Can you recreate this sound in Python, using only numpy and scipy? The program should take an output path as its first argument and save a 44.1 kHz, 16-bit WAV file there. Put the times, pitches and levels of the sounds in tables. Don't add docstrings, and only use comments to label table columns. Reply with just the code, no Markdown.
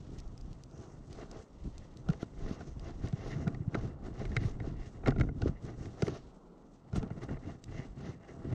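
import sys
import numpy as np
from scipy import signal
from scipy.fft import rfft, irfft, next_fast_len
from scipy.io import wavfile
from scipy.ndimage import uniform_filter1d

SR = 44100
rng = np.random.default_rng(int(sys.argv[2]) if len(sys.argv) > 2 else 0)


def wrap_up_sound(samples):
    columns = np.atleast_2d(samples).T
    tamed = np.clip(columns, -1, 1)
    steps = np.round(tamed * 32767).astype(np.int16)
    wavfile.write(sys.argv[1], SR, steps)


N = 376613


def from_db(db):
    return 10 ** (np.asarray(db) / 20)


def rms_one(x):
    return x / np.sqrt(np.mean(x ** 2) + 1e-20)


def in_time(rows):
    s, *columns = np.transpose(rows)
    return [np.interp(np.arange(N) / SR, s, c) for c in columns]


def drift(per_s):
    count = int(N / SR * per_s) + 2
    points = rng.standard_normal(3600)[:count]
    return np.interp(np.arange(N) / SR * per_s, np.arange(count), points)


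def coloured(x, points):
    size = next_fast_len(N)
    hz, db = np.transpose(points)
    bin_hz = np.arange(size // 2 + 1) * SR / size
    gain = from_db(np.interp(np.log(bin_hz + 1), np.log(hz), db))
    return irfft(rfft(x, size) * gain, size)[:N]


def resonate(x, modes):
    out = 0
    for k, (hz, width_hz, level_db) in enumerate(modes):
        r = np.exp(-np.pi * width_hz * 1.5 / SR)
        band = [(1 - r * r) / 2, 0, (r * r - 1) / 2, 1, -2 * r * np.cos(2 * np.pi * hz / SR), r * r]
        out = out + (-1) ** k * from_db(level_db) * signal.sosfilt([band, band], x)
    return out


def grains(per_s, spread_db, smooth):
    sizes = from_db(spread_db * np.minimum(rng.exponential(1, N), 5)) * rng.choice([-1, 1], N)
    slipping = rng.random(N) < per_s / SR
    return rms_one(sizes * slipping) + smooth * rng.standard_normal(N)


def add(out, s, burst):
    i = max(round(s * SR), 0)
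    out[i:i + len(burst)] += burst[:N - i]


def stroke_levels(swell_share=0.52, shape=1.48):
    # time in seconds, cloth hiss in dB, mount shake in dB.
    stirring = [(0, -71, -49), (1.05, -79, -54.5), (1.5, -78, -64), (1.75, -71, -53), (2.1, -77.5, -53.5),
                (3.0, -74.5, -50), (4.0, -81, -45.5), (5.0, -92, -48.5), (5.55, -83, -70),
                (6.2, -71, -48.5), (6.4, -82, -81), (6.85, -81, -59.5), (7.15, -76, -48.5), (7.6, -96, -65),
                (8.54, -92, -53)]
    # loudest moment in seconds, length in ms, then hiss, case drone and mount shake in dB.
    strokes = [(0.192, 23, -60.5, -73.5, -56), (0.831, 210, -71.5, -57, -49.5),
               (1.129, 76, -65, -58.5, -46.5), (1.22, 120, -65.5, -51, -46.5),
               (1.369, 128, -65.5, -51.5, -55.5), (1.673, 39, -80, -71, -35.5),
               (2.109, 85, -66.5, -50, -46), (2.219, 42, -60, -53, -60), (2.498, 176, -60, -47.5, -41),
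               (2.62, 51, -65, -51.5, -50.5), (2.688, 62, -66, -56, -44), (2.873, 89, -63, -50, -47.5),
               (3.06, 64, -60.5, -47, -39.5), (3.279, 260, -60.5, -48.5, -47.5),
               (3.433, 270, -71.5, -53, -38), (3.776, 90, -62.5, -46, -44.5), (3.855, 116, -65.5, -51, -36),
               (4.062, 58, -64.5, -47.5, -42.5), (4.208, 118, -63.5, -49.5, -49),
               (4.331, 135, -67, -55.5, -38.5), (4.451, 137, -58, -48, -37), (4.673, 130, -67, -51, -41.5),
               (4.851, 320, -68.5, -62, -69), (5.081, 47, -61, -34.5, -26), (5.2, 164, -71.5, -58, -29.5),
               (5.456, 121, -63.5, -49, -30), (5.686, 97, -64, -50.5, -39.5),
               (5.839, 140, -67.5, -56, -40.5), (5.97, 350, -68, -53, -51.5), (6.078, 146, -60, -47.5, -38),
               (6.152, 51, -59.5, -47.5, -52), (6.967, 44, -54, -44.5, -29.5),
               (7.041, 125, -76, -49, -40.5), (7.18, 25, -65, -51.5, -34), (7.237, 37, -58.5, -45.5, -44),
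               (7.319, 81, -66.5, -45.5, -39.5), (7.491, 158, -67.5, -53, -43.5),
               (7.778, 204, -64.5, -53, -42), (8.061, 132, -60.5, -48.5, -39.5),
               (8.292, 147, -70.5, -55, -62), (8.521, 243, -67.5, -49, -37)]
    hiss_db, shake_db = in_time(stirring)
    drone_db = shake_db - 15.5
    power = from_db(2 * np.array([hiss_db, drone_db, shake_db]))
    for s, ms, *levels_db in strokes:
        i = np.arange(max(round((s - .4) * SR), 0), min(round((s + .4) * SR), N))
        t = i / SR - s
        side_s = ms / 1000 * np.where(t < 0, swell_share, 1 - swell_share)
        swell = np.exp(-2 * abs(t / side_s) ** shape)
        power[:, i] += from_db(2 * np.array(levels_db))[:, None] * swell
    return 10 * np.log10(power)


def traffic(level_db=-59):
    # frequency in Hz, relative level in dB.
    hum_colour = [(18, -25), (35, 10), (98, -28), (165, 6), (700, -7.5), (1350, -15), (1650, -28.5),
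                  (6200, -54.5), (11200, -63)]
    return from_db(level_db + 2.0 * drift(7.8)) * rms_one(coloured(rng.standard_normal(N), hum_colour))


def wind():
    # time in seconds, base level in dB.
    strength = [(0, -48.5), (1.8, -50.5), (3.8, -43.5), (5.3, -39), (6.2, -60), (6.8, -68), (7.0, -47),
                (8.4, -61)]
    band = signal.butter(2, [18.0, 58.0], "band", fs=SR, output="sos")
    gusts = signal.sosfilt(band, rng.standard_normal(N)) * from_db(7.3 * drift(11.0))
    shake_db = stroke_levels()[2]
    swing_db = shake_db - uniform_filter1d(shake_db, SR // 2)
    return from_db(in_time(strength)[0] + 0.39 * swing_db) * rms_one(gusts)


def claws(tail_s=.0015):
    # start in seconds, relative level in dB.
    ticks = [(0.186, -57.5), (0.2013, -53), (0.278, -62.5), (0.378, -57), (0.412, -60), (0.53, -56.5),
             (0.637, -53.5), (0.712, -67), (1.1286, -52), (1.314, -51.5), (1.781, -53), (1.9719, -56),
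             (2.796, -55), (3.085, -54), (4.1936, -59), (7.6406, -48)]
    snaps, t = np.zeros(N), np.arange(600) / SR
    for (s, level_db), grit in zip(ticks, rng.standard_normal((len(ticks), len(t)))):
        add(snaps, s, from_db(level_db) * (8.2 * (t == 0) + 4.96 * grit * np.exp(-t / tail_s)))
    sparkle = resonate(snaps, [(13000, 1500, -33)])
    return coloured(snaps, [(1500, -16), (5000, 0.5), (8000, -7), (11000, -35)]) + sparkle


def cloth_hiss(hiss_db):
    # frequency in Hz, relative level in dB.
    hiss_colour = [(1500, -6.5), (3300, -1), (4200, -1.5), (6200, -5), (8000, -3.5), (10000, -28),
                   (13000, -47.5), (16000, -66.5)]
    # pitch in Hz, width in Hz, level in dB.
    weave_rings = [(6000, 1300, -4)]
    fibres = rms_one(grains(per_s=1300.0, spread_db=3.7, smooth=2.2))
    hiss = rms_one(coloured(fibres, hiss_colour))
    treble = signal.sosfilt(signal.butter(2, 4800.0, "high", fs=SR, output="sos"), hiss)
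    hiss += (from_db(3 * drift(14.0)) - 1) * treble
    crisp = signal.sosfilt(signal.butter(4, 8000.0, "high", fs=SR, output="sos"), hiss)
    hiss += from_db(hiss_db + 65) * crisp
    hiss += sum(from_db(4.5 * drift(12.0)) * resonate(hiss, [ring]) for ring in weave_rings)
    sparkle = resonate(fibres, [(13400, 1500, -27)])
    return hiss + from_db(0.9 * (hiss_db + 58)) * sparkle


def case_drone(hiss_over_drone_db, lid_follows=0.74):
    # pitch in Hz, width in Hz, level in dB.
    case_rings = [(372, 137, 11), (675, 61, 5), (789, 58, 3.5), (1126, 220, -6), (1397, 236, -5)]
    lid_rings = [(1840, 280, -3.9), (2065, 240, -2), (2782, 173, -7.5)]
    # time in seconds, boost of the lid's ring in dB.
    lid_boost = [(.4, -4.5), (1.3, 1.5), (3.0, 3.5), (4.8, 6), (6.5, 0.5), (7.35, 6.5), (8.3, 6)]
    slips = grains(per_s=1500.0, spread_db=3.83, smooth=0.98)
    lid_db = in_time(lid_boost)[0] + lid_follows * hiss_over_drone_db + 4.3 * drift(45.0)
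    lid = from_db(lid_db) * resonate(slips, lid_rings)
    case = resonate(slips, case_rings)
    return (case - lid) / case.std()


def cloth():
    # pitch in Hz, width in Hz, relative level in dB.
    mount_rings = [(68, 34.5, 2), (127.1, 32, 6), (160, 89, -4.5), (264.4, 118, -4.5)]
    hiss_db, drone_db, shake_db = stroke_levels()
    pressure_db = 1.5 * drift(40.0)
    hiss = cloth_hiss(hiss_db)
    drone = case_drone(hiss_db - drone_db)
    shake = rms_one(resonate(grains(per_s=150.0, spread_db=2.5, smooth=0.52), mount_rings))
    hiss *= from_db(hiss_db + pressure_db + 1.94 * drift(150.0))
    drone *= from_db(drone_db + pressure_db + 1.45 * drift(90.0))
    shake *= from_db(shake_db + pressure_db + 1.8 * drift(25.0))
    return hiss + drone + shake


def knocks(contact_s=.0017, pitch_spread=.025, hard_db=-34.5):
    # start in seconds, then levels in dB for the low rings, the high rings and the crack.
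    blows = [(2.086, -35.5, -70, -46), (2.1, -41.5, -70, -49.5), (2.131, -48, -57, -53),
             (2.227, -39.5, -63, -52.5), (2.607, -42, -65, -58), (3.072, -63, -51, -53.5),
             (3.126, -47.5, -70, -55.5), (3.468, -39, -65, -69), (3.476, -37, -44.5, -47.5),
             (3.545, -46.5, -51.5, -58), (3.744, -34, -37.5, -53), (3.75, -33.5, -44.5, -48),
             (4.252, -44, -44.5, -51.5), (4.316, -66, -50, -60), (4.365, -37, -27, -36),
             (4.6, -46, -47.5, -61), (5.035, -45, -56, -75), (5.059, -34.5, -33, -49),
             (5.072, -32.5, -40, -42), (5.08, -48, -34, -41), (5.105, -66, -46, -50),
             (5.119, -37.5, -57, -63), (5.16, -41.5, -48, -78), (5.183, -45, -47, -58),
             (5.197, -39, -49, -47), (5.209, -32.5, -35.5, -44.5), (5.233, -44, -56, -78),
             (5.288, -41.5, -54, -80), (5.418, -37, -62, -45), (5.478, -45, -51, -49.5),
             (5.855, -56, -53, -54.5), (6.021, -35.5, -53, -35.5), (6.066, -53, -44, -50),
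             (6.08, -38.5, -46, -45), (6.929, -43, -60, -58), (6.957, -38, -68, -48),
             (7.028, -41.5, -60, -52), (7.077, -54, -72, -68), (7.103, -42.5, -78, -64),
             (7.29, -43, -54, -75), (7.368, -44.5, -55, -74), (8.513, -47, -73, -69)]
    # pitch in Hz, seconds to fade by 60 dB.
    rings = [(430, .04), (700, 0.024), (1400, 0.022), (1920, 0.015), (2110, 0.016), (3850, .02)]
    out, cracks, t = np.zeros(N), np.zeros(N), np.arange(2400) / SR
    contact = t / contact_s * np.exp(1 - t / contact_s)
    grits = rng.standard_normal((len(blows), len(rings), len(t)))
    for (s, low_db, high_db, crack_db), grit in zip(blows, grits):
        hollow_db = low_db + 0.49 * (low_db - hard_db)
        levels_db = [low_db, low_db, hollow_db, high_db, high_db, high_db - 16]
        for k, (hz, fade_s) in enumerate(rings):
            r = from_db(-60 / (fade_s * SR))
            cosine = np.cos(2 * np.pi * hz * (1 + pitch_spread * grit[k, 0]) / SR)
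            filters = [[1, 0, 0, 1, -2 * q * cosine, q * q] for q in (r, r ** 12)]
            ring = signal.sosfilt(filters, contact * grit[k])
            add(out, s, from_db(levels_db[k]) * ring / abs(ring).max())
        add(cracks, s, from_db(crack_db) * contact)
    # frequency in Hz, relative level in dB.
    crack_colour = [(900, 4.5), (2900, 7.5), (6500, -0.5), (9000, -14.0), (12000, -54.0)]
    cracks *= rms_one(coloured(rng.standard_normal(N), crack_colour))
    dull_plastic = signal.butter(4, 9000, fs=SR, output="sos")
    return signal.sosfilt(dull_plastic, out + cracks)


def thumps(sag=0.16, rise=0.54):
    # loudest moment in seconds, level in dB, pitch then in Hz, rough length in ms.
    jolts = [(2.098, -19, 167.4, 21.5), (2.231, -23, 206, 4.3), (2.513, -25, 195, 6.1),
             (3.138, -23, 139, 17), (3.477, -21.5, 165, 18), (3.609, -26.5, 121, 14),
             (3.681, -22, 133, 12.2), (3.752, -26.5, 257, 6.3), (4.217, -26, 290, 2.5),
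             (4.378, -23.5, 119, 30), (4.455, -22, 120, 23), (4.613, -27.5, 114, 20),
             (5.092, -20, 176, 4.7), (5.433, -21.5, 114, 13), (5.461, -18.5, 358, 6.4),
             (6.026, -25, 400, 9.3), (6.034, -18.5, 150, 11), (6.083, -28, 402, 18), (6.938, -25, 134, 13),
             (6.971, -28.5, 170, 19), (7.038, -30.5, 218, 22), (7.115, -28, 141, 10), (8.524, -31, 120, 60)]
    out, t = np.zeros(N), np.arange(-.04, .08, 1 / SR)
    for (s, peak_db, hz, ms), offset in zip(jolts, rng.random(len(jolts))):
        width_s = ms / 1000 / 2 * np.where(t < 0, rise, 1)
        cycles = hz * width_s * (1 - np.exp(-sag * t.clip(-.02) / width_s)) / sag
        swell = from_db(peak_db) * np.exp(-(t / width_s) ** 2)
        add(out, s + t[0], swell * np.sin(2 * np.pi * (cycles + offset)))
    return out


def scene():
    return (cloth() + thumps() + knocks() + claws() + wind() + traffic())[None]


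def record(dry, cutoff_hz=15500):
    dry = dry + from_db(-99) * rng.standard_normal(dry.shape)
    fade = np.clip(np.arange(N)[::-1] / 200, 0, 1)
    return fade * signal.sosfilt(signal.cheby2(8, 30, cutoff_hz, fs=SR, output="sos"), dry)


dry = scene()
out = record(dry)
wrap_up_sound(out)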